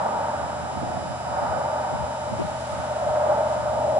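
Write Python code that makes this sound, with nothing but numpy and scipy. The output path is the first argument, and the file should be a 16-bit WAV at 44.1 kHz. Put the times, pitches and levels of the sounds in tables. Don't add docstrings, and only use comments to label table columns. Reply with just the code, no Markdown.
import sys
import numpy as np
from scipy import signal
from scipy.fft import rfft, irfft
from scipy.io import wavfile
from scipy.ndimage import uniform_filter1d

SR = 44100
rng = np.random.default_rng(int(sys.argv[2]) if len(sys.argv) > 2 else 0)


def how_loud(loudness_db):
    steps = np.asarray(loudness_db, float) / 20
    return 10 ** steps


def unload_wav(signal):
    wavfile.write(
        sys.argv[1],
        SR,
        np.round(np.clip(np.atleast_2d(signal).T, -1, 1) * 32767).astype(np.int16),
    )


N = 175959
T = np.arange(N) / SR
HZ = np.maximum(np.arange(N // 2 + 1) * SR / N, 1)
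RIGHT_ONLY = np.array([[0], [1]])
PAN = np.array([[0.5], [-0.5]])


def over_time(table):
    return np.interp(T, *np.array(table, float).T)


def on_hz(table):
    hz, value = np.array(table, float).T
    return np.interp(np.log(HZ), np.log(hz), value)


def colour(table):
    octaves_below = np.maximum(np.log2(table[0][0] / HZ), 0)
    octaves_above = np.maximum(np.log2(HZ / table[-1][0]), 0)
    return how_loud(on_hz(table) - 23.0 * (octaves_below + octaves_above))


def ring(hz, width_hz):
    return np.abs(1 / (1 + 1j * (HZ ** 2 - hz ** 2) / (HZ * width_hz))) ** 2


def unit(x):
    return x / np.sqrt(np.mean(x ** 2))


def walk(rate):
    hold = int(SR / rate)
    steps = np.repeat(rng.standard_normal(N // hold + 1), hold)
    return 1.18 * uniform_filter1d(uniform_filter1d(steps, hold), hold)[:N]


def pair(loose, lead):
    both, left, right = rfft(rng.standard_normal((3, N)))
    loose = np.clip(loose, 0, 1)
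    shared = np.sqrt(1 - loose) * both * np.exp(1j * lead * RIGHT_ONLY)
    return shared + np.sqrt(loose) * np.array([left, right])


# (frequency [Hz], level per Hz [dB])
RUMBLE_COLOUR = [(25, -25), (55, -18), (90, -2.5), (115, -7), (220, -2), (300, -7), (390, -15), (700, -28)]


def rumble():
    breath_db = 2.0 * np.array([walk(4.7), walk(5.91)])
    return unit(irfft(pair(0.077, 0.12) * colour(RUMBLE_COLOUR), N)) * how_loud(-41.5 + breath_db)


# (frequency [Hz], level per Hz [dB])
HISS_COLOUR = [(600, -6), (1500, -3.5), (2200, -7.5), (3000, -12), (4500, -15), (6300, -17.5),
               (8000, -20.5), (11000, -20.5)]


def hiss():
    return unit(irfft(pair(0.82, 2.63) * colour(HISS_COLOUR), N)) * how_loud(-46 + 0.4 * walk(2.6))


# (start frequency [Hz], end frequency [Hz], start level [dB], end level [dB], wobble [dB])
GEARBOX_TONES = [
    (80.1, 77.2, -48, -44.5, 1),
    (127.3, 122.8, -48, -41, 0.3),
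]


def gearbox_hum():
    wander_hz, lead_rad = 0.27, 0.43
    out = 0
    for start_hz, end_hz, start_db, end_db, wobble_db in GEARBOX_TONES:
        hz = np.linspace(start_hz, end_hz, N) + wander_hz * walk(3.3)
        phase = 2 * np.pi * np.cumsum(hz) / SR
        db = np.linspace(start_db, end_db, N) + wobble_db * walk(3.96)
        out = out + np.sqrt(2) * how_loud(db) * np.sin(phase + lead_rad * RIGHT_ONLY)
    return out


# (multiple of the motor rate, left level [dB], right
# level [dB], both averaged [dB])
MOTOR_OVERTONES = [(14, -62, -66, -64), (15, -67, -64, -67), (19, -64, -63, -68), (20, -62, -59, -66),
                   (21, -73, -65, -74), (22, -63, -69, -68), (24, -57, -57, -62), (25, -65, -61, -66),
                   (27, -63, -70, -67), (30, -60, -62, -62), (32, -64, -60, -72), (40, -75, -55, -61),
                   (42, -57, -60, -69), (51, -65, -69, -79), (53, -61, -65, -74), (55, -59, -81, -65),
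                   (56, -65, -77, -71), (60, -59, -77, -65), (61, -64, -70, -69), (63, -63, -74, -67),
                   (64, -68, -74, -80), (65, -82, -68, -76), (66, -66, -75, -71), (68, -63, -71, -72),
                   (69, -67, -65, -70), (74, -78, -63, -69), (76, -73, -61, -69), (78, -66, -71, -74),
                   (79, -66, -73, -74), (81, -67, -75, -70),
                   (16, -70, -72, -80), (17, -70, -70, -70), (29, -74, -67, -74), (33, -67, -66, -67),
                  (34, -74, -70, -80), (35, -69, -74, -72), (37, -73, -70, -72), (41, -67, -72, -70),
                  (43, -67, -67, -75), (45, -66, -67, -69), (46, -69, -69, -76), (47, -69, -67, -70),
                  (50, -69, -71, -78), (52, -69, -74, -78), (58, -69, -72, -74), (59, -67, -70, -70),
                  (71, -73, -72, -83), (73, -69, -76, -72), (77, -72, -73, -79), (82, -78, -68, -72),
                  (84, -77, -70, -73), (86, -80, -70, -78)]
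# (time [s], share [0-1])
HAND_GRIP = [(0, 0), (.7, 0.1), (1.0, 0.75), (1.5, 0.9), (2.0, 0.4), (2.3, 0.35), (2.9, 0), (3.3, 0),
             (3.99, 0)]
# (multiple, left change [dB], right change [dB])
GRIP_EFFECT = [(24, .5, 1), (27, -3, -10), (33, 0, -3), (40, -14, 5), (41, -3, -3), (68, -2, 9),
               (76, -3, 0), (78, -2, -3)]


def motor():
    motor_hz, rest_db, trim_db, wobble_db = 123.464, -82, 0.6, 0.5
    spread = 0.236
    listed = {int(k): row for k, *row in MOTOR_OVERTONES}
    change = {int(k): row for k, *row in GRIP_EFFECT}
    grip = over_time(HAND_GRIP) - 0.5
    wobbles = [w - w.mean() for w in (walk(1.2) for _ in range(7))]
    out = np.zeros((2, N))
    for k in range(14, 90):
        left, right, both = how_loud(listed.get(k, [rest_db] * 3))
        cosine = (4 * both ** 2 - left ** 2 - right ** 2) / (2 * left * right)
        apart = np.arccos(np.clip(cosine, -1, 1))
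        wave = np.exp(1j * (2 * np.pi * k * motor_hz * T + spread * np.pi * k ** 2))
        size = how_loud(trim_db + wobble_db * wobbles[k % 7]) * np.sqrt(2)
        if k in change:
            size = size * how_loud(np.array(change[k], float)[:, None] * grip)
        out += size * np.array([left * wave.real, right * (wave * np.exp(1j * apart)).real])
    return out


# (time [s], level [dB])
GRASS_GUSTS = [(0, -86), (.9, -57), (1.6, -66), (2.3, -54), (2.7, -46.5), (3.1, -52), (3.45, -56),
               (3.53, -47), (3.63, -57.5)]
# (frequency [Hz], level per Hz [dB])
GRASS_COLOUR = [(1500, 2), (3500, -4.5), (8000, -6.5), (11000, -10.5)]


def grass():
    grains = rng.standard_normal((2, N)) * how_loud(1.5 * walk(150))
    return unit(irfft(rfft(grains) * colour(GRASS_COLOUR), N)) * how_loud(over_time(GRASS_GUSTS))


# (time [s], level [dB])
WIND_PRESSURE = [(0, -68), (.45, -49), (.8, -43.5), (1.5, -45.5), (1.72, -52), (1.97, -46), (2.2, -57),
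                 (2.42, -40.5), (2.62, -58), (2.77, -49), (3.3, -63), (3.7, -50), (3.99, -55)]


def buffet():
    centre_hz, patchy_db = 125, 4
    noise = unit(irfft(pair(0.32, np.pi) * ring(centre_hz, 2 * centre_hz), N))
    patches_db = patchy_db * np.array([walk(10), walk(12)])
    return noise * how_loud(over_time(WIND_PRESSURE) + patches_db)


# (time [s], peak level [dB], left minus right [dB], top frequency [Hz], length [s])
PORT_PUFFS = [(0.187, -39, 3, 140, .02), (0.438, -33, -6, 200, 0.025), (0.632, -30, -5, 250, 0.016),
              (0.769, -27, -6.5, 270, 0.028), (0.828, -25, -14, 376, 0.0059), (.97, -30.5, -15, 260, 0.009),
              (1.1, -29, -8, 200, .02), (1.33, -36, -2, 150, 0.029), (1.427, -27, -4, 330, .01),
              (1.498, -30, 2, 149, 0.036), (1.57, -34, 12, 240, 0.0099), (1.938, -24, 7.5, 219, 0.016),
              (2.013, -29, 11, 159, 0.015), (2.331, -25, -7.5, 197, 0.018), (2.408, -17.5, 3, 413, 0.012),
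              (2.451, -24, 11, 163, 0.0076), (2.512, -35, 1, 300, .007), (2.73, -31, 0, 180, 0.019),
              (2.791, -28.5, -7, 240, .015), (3.092, -34, 13, 200, .02), (3.593, -30, 1, 260, 0.017),
              (3.702, -35, -7, 200, 0.012), (3.785, -34, 1, 160, 0.022)]


def puffs():
    low_hz, loose = 70, 0.28
    half = 4000
    seconds = (np.arange(2 * half) - half) / SR
    out = np.zeros((2, N))
    for at, db, pan_db, top_hz, length in PORT_PUFFS:
        band = [low_hz, max(top_hz, low_hz + 20)]
        sos = signal.butter(2, band, "bandpass", fs=SR, output="sos")
        noise = rng.standard_normal((2, 2 * half)) * np.exp(-0.5 * (seconds / length) ** 2)
        push, stray = signal.sosfilt(sos, noise)
        burst = np.array([loose * stray + push, loose * stray - push])
        burst = burst / np.abs(burst).max(axis=1, keepdims=True) * how_loud(db + pan_db * PAN)
        start = int(at * SR) - half
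        out[:, start:start + 2 * half] += burst
    return out


def steady(x):
    evenness, memory = 0.63, int(0.054 * SR)
    power = uniform_filter1d(uniform_filter1d(np.mean(x ** 2, axis=0), memory), memory)
    return unit(x / (power + 1e-12) ** (evenness / 2))


# (time [s], level [dB], howl re swish [dB], brightness [dB], upper howl re swish [dB])
BLADE_SWISH = [(0, -25.5, -11.5, -10, -16), (.15, -26.5, -7.5, -10.5, -23), (.4, -31.5, -4.5, -5, -8),
               (.58, -35, -4.5, -6, -4.5), (.88, -34, -2, -8.5, 0), (1.2, -37, -4, -6.5, -1),
               (1.4, -27.5, -5.5, -8.5, -5.5), (1.65, -29, 0.5, -9, -12), (1.9, -30.5, -3.5, -9.5, -4.5),
               (2.18, -33.5, -1, -8.5, -26), (2.6, -35, 0.5, -7.5, -38), (2.8, -35, 0.5, -6, -4.5),
               (3.05, -34, 7.5, -5.5, 1), (3.31, -25, 2.5, -12, -6.5), (3.45, -29, 4.5, -9.5, -11),
               (3.64, -33.5, 5, -5, -7.5), (3.78, -29, 3.5, -11, -3.5), (3.99, -28, 7, -15, -8)]
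# (frequency [Hz], level per Hz [dB])
LEFT_COLOUR = [(420, -22.5), (600, -6.5), (740, -6.5), (945, -2), (1010, -8.5), (1340, -20), (1500, -16),
               (2100, -37)]
RIGHT_COLOUR = [(420, -18.5), (640, -5), (935, -3.5), (995, -16.5), (1230, -8), (1400, -13), (1580, -19.5),
                (2100, -30)]
# (frequency [Hz], phase [rad])
RIGHT_LEAD = [(560, 0.33), (690, 2.13), (850, 0.082), (930, 0.3), (1020, 3), (1300, 0.8), (1450, 0.99),
              (1700, 1.3)]
# (frequency [Hz], share [0-1])
UNRELATED = [(420, 0.32), (560, 0.01), (930, 0.04), (1000, 0.82), (1300, 0.43), (1600, 0), (1750, 0.97)]
# (left level [dB], right level [dB])
UPPER_HOWL_PORTS = [-2, 4]


def swish():
    bright_from_hz, bright_ref_db, flutter_db, trim_db = 1010, -8, 0.3, 0.74
    at, *columns = np.array(BLADE_SWISH, float).T
    db, howl_db, bright_db, upper_db = [np.interp(T, at, column) for column in columns]

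    ports = np.array([colour(LEFT_COLOUR), colour(RIGHT_COLOUR)])
    air = pair(on_hz(UNRELATED), on_hz(RIGHT_LEAD)) * ports
    is_bright = 1 / (1 + (bright_from_hz / HZ) ** 20)
    low = irfft(air * (1 - is_bright), N)
    high = irfft(air * is_bright, N) / np.std(low)
    low = steady(unit(low)) * how_loud(flutter_db * walk(14.0))
    high = high * how_loud(bright_db - bright_ref_db + flutter_db * walk(7.1))

    howl = irfft(pair(0.019, 0.55) * ring(610, 67) * how_loud(1.5 * PAN), N)
    upper_pan = how_loud(np.array(UPPER_HOWL_PORTS, float)[:, None])
    upper_howl = irfft(pair(0.019, 0.82) * ring(725, 97) * upper_pan, N)
    howls = steady(unit(howl)) * how_loud(howl_db) + steady(unit(upper_howl)) * how_loud(upper_db)
    return how_loud(db + trim_db) * (low + high + howls)


def scene():
    background = rumble() + hiss() + gearbox_hum() + motor()
    return background + grass() + buffet() + puffs() + swish()


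def band_limit(x):
    return signal.sosfilt(signal.butter(12, 11000, fs=SR, output="sos"), x)


def record(dry):
    low_cut = signal.butter(2, 29, "highpass", fs=SR, output="sos")
    top_cut = signal.ellip(10, 0.2, 60, 11020, fs=SR, output="sos")
    mix = signal.sosfilt(top_cut, signal.sosfilt(low_cut, dry))
    return band_limit(mix)


dry = scene()
out = record(dry)
unload_wav(out)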